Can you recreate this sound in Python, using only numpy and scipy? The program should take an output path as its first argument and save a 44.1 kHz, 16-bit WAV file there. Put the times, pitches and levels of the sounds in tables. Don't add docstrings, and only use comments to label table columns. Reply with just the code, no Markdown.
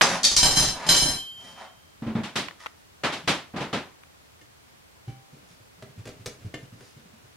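import sys
import numpy as np
from scipy import signal
from scipy.fft import rfft, irfft
from scipy.io import wavfile

SR = 44100
rng = np.random.default_rng(int(sys.argv[2]) if len(sys.argv) > 2 else 0)


def master_out(mix):
    frames = np.transpose(np.atleast_2d(mix))
    ceiling = np.clip(frames, -1, 1)
    pcm = np.round(ceiling * 32767).astype(np.int16)
    wavfile.write(sys.argv[1], SR, pcm)


N = 324576
OPPOSED = np.array([[1], [-1]])


def undb(db):
    return 10 ** (np.asarray(db) / 20)


def clock(length_s):
    return np.arange(int(length_s * SR)) / SR


def fade(t, t60_s):
    return np.exp(-np.log(1000) * t / max(t60_s, 1e-3))


def onset(sound, rise_s):
    t = np.arange(sound.shape[-1]) / SR
    return sound * (1 - np.exp(-t / rise_s))


def add(track, start_s, sound):
    i = max(int(start_s * SR), 0)
    track[..., i:i + sound.shape[-1]] += sound[..., :N - i]


def gains(hz, spectrum):
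    points_hz, db = np.transpose(spectrum)
    return undb(np.interp(np.log(hz + 1), np.log(points_hz), db))


def noise(size, spectrum, bass_db=0, treble_db=0, bass_hz=450, treble_hz=2800):
    hz = np.arange(size // 2 + 1) * SR / size
    shape = gains(hz, spectrum)
    shelves = undb(bass_db / (1 + (hz / bass_hz) ** 2) + treble_db * hz ** 2 / (hz ** 2 + treble_hz ** 2))
    phases = np.exp(2j * np.pi * rng.random(len(hz)))
    return irfft(phases * shape * shelves, size) * np.sqrt(size / np.mean(shape ** 2))


# f/Hz, side minus mid/dB
WIDTH = [(80, -15), (200, -17), (500, -13), (1000, -8.5), (2200, -5.5), (4300, -3.5), (8000, 0),
         (12500, 3.5)]


def diffuse(spectrum, size, bass_db=0, treble_db=0):
    mid, side = (noise(size, spectrum, bass_db, treble_db) for _ in range(2))
    width = gains(np.arange(size // 2 + 1) * SR / size, WIDTH)
    return irfft((rfft(mid) + OPPOSED * rfft(side) * width) / np.sqrt(1 + width ** 2), size)


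def absorb(field, low_t60_s=.32, treble_t60_s=.27, split_hz=3500):
    t = np.arange(field.shape[1]) / SR
    low = signal.sosfilt(signal.butter(1, split_hz, fs=SR, output="sos"), field)
    return low * fade(t, low_t60_s) + (field - low) * fade(t, treble_t60_s)


def room(x, direct_db, wet_db):
    white = diffuse([(1, 0), (SR, 0)], SR // 2)
    tail = onset(absorb(white), rise_s=.004)
    tail /= np.sqrt(np.sum(tail ** 2) / 2)
    reflections = signal.fftconvolve(np.atleast_2d(x), tail, axes=1)[:, :N]
    return undb(direct_db) * x + undb(wet_db) * reflections


def blow(body, t60_s, bass_db=0, treble_db=0, rise_s=.0001):
    t = clock(.25)
    return onset(noise(len(t), body, bass_db, treble_db) * fade(t, t60_s), rise_s)


def ring(modes, damp_s=np.inf, detune=0):
    t, out = clock(min(1.5, damp_s)), 0
    for hz, db, t60_s in modes:
        phase, weight_db = 2 * np.pi * rng.random(), 2 * rng.standard_normal()
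        hz = hz * (1 + detune * rng.standard_normal())
        ear_lag = np.arctan(gains(hz, WIDTH)) * rng.choice([-1, 1]) * OPPOSED
        wave = np.sin(2 * np.pi * hz * t + phase + ear_lag)
        out = out + undb(db + weight_db) * wave * fade(t, t60_s)
    power = sum(undb(db) ** 2 for _, db, _ in modes) / 2
    return out * fade(t, damp_s) / np.sqrt(power)


def strikes(contacts, body, modes, clack_t60_s, rise_s, damp_s):
    clacks, rings = np.zeros(N), np.zeros((2, N))
    for start_s, db, bass_db, treble_db, ring_db in contacts:
        add(clacks, start_s, undb(db) * blow(body, clack_t60_s, bass_db, treble_db, rise_s))
        add(rings, start_s, undb(ring_db) * onset(ring(modes, damp_s, detune=.0017), rise_s))
    return clacks, rings


def bounces(blows, count, clack_loss_db, bass_loss_db, ring_loss_db, scatter_db=3.5):
    k, contacts = np.arange(count), []
    gap_ratio, gap_jitter = .92, .12
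    for start_s, db, bass_db, treble_db, ring_db, gap_s in blows:
        timing, force = rng.standard_normal((count, 2)).T
        gaps_s = gap_s * gap_ratio ** k * (1 + gap_jitter * timing)
        times_s = start_s + np.cumsum(gaps_s) - gaps_s
        forces_db = scatter_db * force * (k > 0)
        for at_s, doublings, force_db in zip(times_s, np.log2(1 + k), forces_db):
            contacts.append((at_s, db - clack_loss_db * doublings + force_db,
                             bass_db - bass_loss_db * doublings, treble_db,
                             ring_db - ring_loss_db * doublings + force_db))
    return contacts


# f/Hz, level/dB
HISS_MID = [(15, -58), (25, -26), (79, -2), (274, -14), (648, -14.5), (804, -15.5), (1020, -15.5),
            (15500, -26.5)]
HISS_SIDE = [(15, -52.5), (25, -18), (160, -2.5), (523, -5), (582, -7.5), (762, -6), (15500, -21.5)]


def hiss(mid_db=-57.5, side_db=-55.5):
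    mid, side = (noise(N, shape, treble_db=-9.5, treble_hz=15000) for shape in (HISS_MID, HISS_SIDE))
    return undb(mid_db) * mid + undb(side_db) * side * OPPOSED


# t/s, level/dB, bass/dB, treble/dB
BOARD_KNOCKS = [(.011, -2, -14, -13), (2.233, -24.5, -5, .5), (2.356, -17.5, 3, 7.5), (3.035, -10, -4, -6),
                (3.122, -22, -3, 3), (3.275, -10.5, -0.5, 3), (3.537, -26.5, 7, -25),
                (3.561, -20.5, 3, -7.5), (3.603, -21, 6.5, -3.5), (3.728, -15.5, 2.5, -4)]
# f/Hz, level/dB
BOARD_SPECTRUM = [(30, -27), (100, -6.5), (160, 1), (280, 0.5), (450, -3), (800, -1.5), (1700, -4),
                  (3500, -5.5), (6000, -15), (10000, -24.5), (15500, -41.5)]


def board(wall_db=-5, board_t60_s=.082, bump_db=-1, bump_bass_db=7.5, bump_treble_db=-14.5):
    out, t = np.zeros((2, N)), clock(.5)
    fill = np.sqrt(1 - fade(t, board_t60_s))
    bumps = [(start_s, db + bump_db, bump_bass_db, bump_treble_db) for start_s, db, _ in WHEEL_BUMPS]
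    for start_s, db, bass_db, treble_db in BOARD_KNOCKS + bumps:
        field = absorb(diffuse(BOARD_SPECTRUM, len(t), bass_db, treble_db))
        add(out, start_s, undb(db + wall_db) * field * fill)
    return out


# t/s, level/dB, share unlike between the ears/0-1
SNAPS = [(0.011, -10, 0.5), (0.0145, -6.5, 0.57), (2.4847, -27.5, 0.93), (2.499, -45, .8),
         (2.510, -39, 0.7), (2.6606, -28.5, 0.92), (2.666, -26, 0.57), (4.035, -43.5, 0.7)]
# f/Hz, level/dB
SNAP_SPECTRUM = [(80, -51), (500, -15.5), (1000, -1.5), (1500, -4), (2200, -5), (4200, -14.5),
                 (6500, -28.5), (15000, -36)]


def snaps(t60_s=.015):
    out = np.zeros((2, N))
    for start_s, db, apart in SNAPS:
        both, left, right = (blow(SNAP_SPECTRUM, t60_s)
                             + undb(6) * blow(SNAP_SPECTRUM, t60_s, bass_db=-5, treble_db=-12)
                             for _ in range(3))
        snap = np.sqrt(1 - apart) * both + np.sqrt(apart) * np.array([left, right])
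        add(out, start_s, undb(db) * snap)
    return out


# t/s, clack/dB, bass/dB, treble/dB, ring/dB
HUB_CLASHES = [(.018, -15.5, 1, 17.5, -23), (.231, -25, 7.5, 14.5, -16), (.240, -10.5, 0, 7, -9),
               (.249, -9.5, -13, 13, -33), (.314, -12.5, 4, 6, -31.5), (.364, -14, 3, 16, -15)]
# f/Hz, level/dB, t60/s
HUB_MODES = [(3284, -7, .15), (3699, -4, .35), (4059, -9, .4), (4544, 0, .3), (4727, -11, .5),
             (5281, -7, .3), (5900, -7, .2), (6142, -3, .22), (6385, -8, .35), (6751, -9, .2),
             (7380, -10, .3), (7892, -11, .35), (8974, -14, .35), (10330, -11, .3)]
# f/Hz, level/dB
CLACK_SPECTRUM = [(25, 3), (60, -1.5), (230, 1), (450, -4.5), (750, -2), (1300, -5.5), (2500, -7),
                  (4000, -0.5), (6300, 0.5), (8000, -9.5), (11000, -17.5), (15500, -41)]


def hub():
    clacks, rings = strikes(HUB_CLASHES, CLACK_SPECTRUM, HUB_MODES,
                            clack_t60_s=.02, rise_s=.002, damp_s=.21)
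    return room(clacks, direct_db=-2.5, wet_db=2.5) + room(rings, direct_db=-4.5, wet_db=-6)


# t/s, length/s, level/dB, bass/dB, treble/dB
SLIDES = [(0.03, 0.16, -26, 0, -9), (0.70, 0.29, -31.5, -10, -20), (1.354, 0.23, -52.5, 7, -2),
          (1.55, 0.12, -35.5, -14, -23), (2.58, 0.08, -36.5, -57, -20), (5.464, 0.087, -67.5, -3, 9),
          (6.762, 0.18, -64.5, -8, 6)]
# f/Hz, level/dB
SCRAPE_SPECTRUM = [(50, -27), (200, -4), (400, -15), (650, -2.5), (1100, -6.5), (1900, -7.5), (3200, -9.5),
                   (5500, -7.5), (7400, -13), (8200, -18.5), (9400, -12), (15500, -44)]


def scrapes(grain_db=4, catches_per_s=400):
    out = np.zeros(N)
    for start_s, length_s, db, bass_db, treble_db in SLIDES:
        t = clock(length_s)
        catch = np.interp(t * catches_per_s, np.arange(SR), rng.standard_normal(SR))
        rub = noise(SR, SCRAPE_SPECTRUM, bass_db, treble_db)[:len(t)] * undb(grain_db * catch)
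        add(out, start_s, undb(db) * rub * np.sin(np.pi * t / length_s))
    return room(out, direct_db=-1.5, wet_db=2)


# t/s, clack/dB, bass/dB, treble/dB, ring/dB, first bounce gap/s
LEVER_FALLS = [(.368, -24.5, 7, 16, -16, .012), (.428, -7.5, 4, -4, -11.5, .026),
               (.556, -28, 6.5, -6, -17.5, .008), (.569, -11.5, 8.5, 0, -13.5, 0.027),
               (.864, -15, -1, -14, -28, .009), (.888, -8, 3, -1, -11, .02),
               (.963, -28.5, -8, 18, -15, .014), (1.021, -16, 5, -8.5, -16.5, 0.032)]
# f/Hz, level/dB, t60/s
PILE_MODES = [(957, -13, .5), (1570, -12, .35), (1815, -11, .4), (2310, -11, .4), (2990, -7, .4),
              (3105, -9, .35), (4057, -.5, .4), (4115, 1, .4), (5070, -5, .4), (5120, -5, .4),
              (5178, -3, .4), (5205, -4, .4), (5297, -9, .3), (6159, -4, .4), (6320, -4, .35),
              (6447, -4, .35), (7355, -4, .35), (7520, -5, .35), (8652, -4, .4), (8857, -6, .4),
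              (9112, -12, .35), (10067, -8, .4), (10322, -9, .35), (10780, -10, .3), (11810, -12, .35),
              (12520, -18, .35), (13410, -22, .35), (13826, -21, .4), (14830, -26, .35), (15082, -26, .4)]
FREE_MODES = [(3132, -14, 1.1), (3142, -2, 1.25), (3604, -26, .8), (4724, -19, 1.0), (7202, -18, .75),
              (8885, -24, .8), (11590, -18, .8)]


def levers(last_bounce_s=1.165, last_bounce_db=-34.5):
    jangle = bounces(LEVER_FALLS, count=6, clack_loss_db=3.5, bass_loss_db=2, ring_loss_db=6)
    clacks, rings = strikes(jangle, CLACK_SPECTRUM, PILE_MODES + FREE_MODES,
                            clack_t60_s=.044, rise_s=.0031, damp_s=.32)
    out = room(clacks, direct_db=-2, wet_db=1.5) + room(rings, direct_db=-1.5, wet_db=-3.5)
    add(out, last_bounce_s, undb(last_bounce_db) * onset(ring(FREE_MODES), rise_s=.014))
    return out


# t/s, level/dB, f/Hz
WHEEL_BUMPS = [(2.021, -30, 225), (2.064, -25.5, 228), (2.095, -31.5, 221), (2.151, -21.5, 200),
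               (2.178, -29, 217)]
TYRE_PRESSES = [(3.235, -43, 165), (5.075, -31, 122), (5.327, -44, 146), (5.977, -33.5, 105),
                (6.195, -41.5, 113), (6.411, -46, 98), (6.447, -33, 103), (6.627, -41.5, 133),
                (6.725, -41, 115), (6.964, -46.5, 146)]
# f/Hz, level/dB
RUBBER_SPECTRUM = [(35, -23), (130, 1), (300, -7), (700, -34), (4000, -85)]


def tyre(nudges, flex_db=-8, peak_s=.0079, shake_db=-8.5, shake_hz=128):
    out, t = np.zeros(N), clock(.25)
    swell = t / peak_s * np.exp(1 - t / peak_s)
    shakes = [(start_s, db + shake_db, shake_hz) for start_s, db, _, _ in RIM_TAPS]
    for start_s, db, hz in WHEEL_BUMPS + TYRE_PRESSES + shakes + nudges:
        thud = np.sin(2 * np.pi * hz * t) + undb(flex_db) * noise(len(t), RUBBER_SPECTRUM)
        add(out, start_s, undb(db) * thud * swell)
    return room(out, direct_db=.5, wet_db=-5)


# t/s, level/dB, treble/dB, ring/dB
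RIM_TAPS = [(4.412, -55.5, 3, -47.5), (5.823, -35, -12, -60), (6.054, -37, -5, -63), (6.073, -35, -5, -51),
            (6.259, -30.5, 5.5, -61), (6.540, -30.5, -10, -30.5), (6.806, -43, -9, -64)]
# f/Hz, level/dB, t60/s
RIM_MODES = [(307, -7, .4), (517, -8, .4), (1798, 0, .22), (2110, -4, .3), (2837, -4, .3), (3058, -6, .2),
             (3450, -11, .25), (4204, -11, .2), (4899, -13, .22), (6336, -14, .22), (7203, -14, .2)]
# f/Hz, level/dB
TAP_SPECTRUM = [(50, -9), (130, -19), (400, 2), (600, 0.5), (900, -10.5), (1600, -5.5), (3000, -7),
                (6000, -9.5), (10000, -16), (15500, -31)]


def rim(nudges, tap_bass_db=7, rebound_s=.014, brush_db=-57, brush_db_per_db=.38):
    blows = [(start_s, db, tap_bass_db, treble_db, ring_db, rebound_s)
             for start_s, db, treble_db, ring_db in RIM_TAPS]
    contacts = bounces(blows, count=2, clack_loss_db=10, bass_loss_db=-10, ring_loss_db=7.5)
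    taps, rings = strikes(contacts, TAP_SPECTRUM, RIM_MODES, clack_t60_s=.047, rise_s=.0013, damp_s=.19)
    for start_s, db, _ in nudges + TYRE_PRESSES:
        tick_db = brush_db + brush_db_per_db * (db - NUDGE_DB)
        add(taps, start_s, undb(tick_db) * blow(TAP_SPECTRUM, t60_s=.2, treble_db=-6, rise_s=.0087))
    return room(taps, direct_db=1.5, wet_db=-1.5) + room(rings, direct_db=-3, wet_db=-9)


# f/Hz, level/dB, t60/s
SPOKE_MODES = [(786, 0, .75), (2083, -11, .44), (2293, -9, .48), (3031, -11, .4), (4183, -9, .3)]


def spoke(start_s=5.081, db=-52.5):
    out = np.zeros((2, N))
    add(out, start_s, undb(db) * ring(SPOKE_MODES))
    return out


NUDGE_DB, NUDGE_HZ = -54, 163.4


def fumbles(count=20, span_s=(5.3, 7.3), spread_db=1.5, spread_octaves=.64):
    times_s = np.interp(np.arange(count) + rng.random(count), [0, count], span_s)
    return [(at_s, NUDGE_DB - spread_db * softness, NUDGE_HZ * 2 ** (spread_octaves * place))
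            for at_s, (softness, place) in zip(times_s, rng.standard_normal((count, 2)))]


def scene():
    nudges = fumbles()
    metal = hub() + levers() + rim(nudges) + spoke()
    return metal + board() + tyre(nudges) + snaps() + scrapes() + hiss()


def record(dry, top_hz=15800):
    return signal.sosfilt(signal.ellip(10, .2, 70, top_hz, fs=SR, output="sos"), np.clip(dry, -1, 1))


dry = scene()
out = record(dry)
master_out(out)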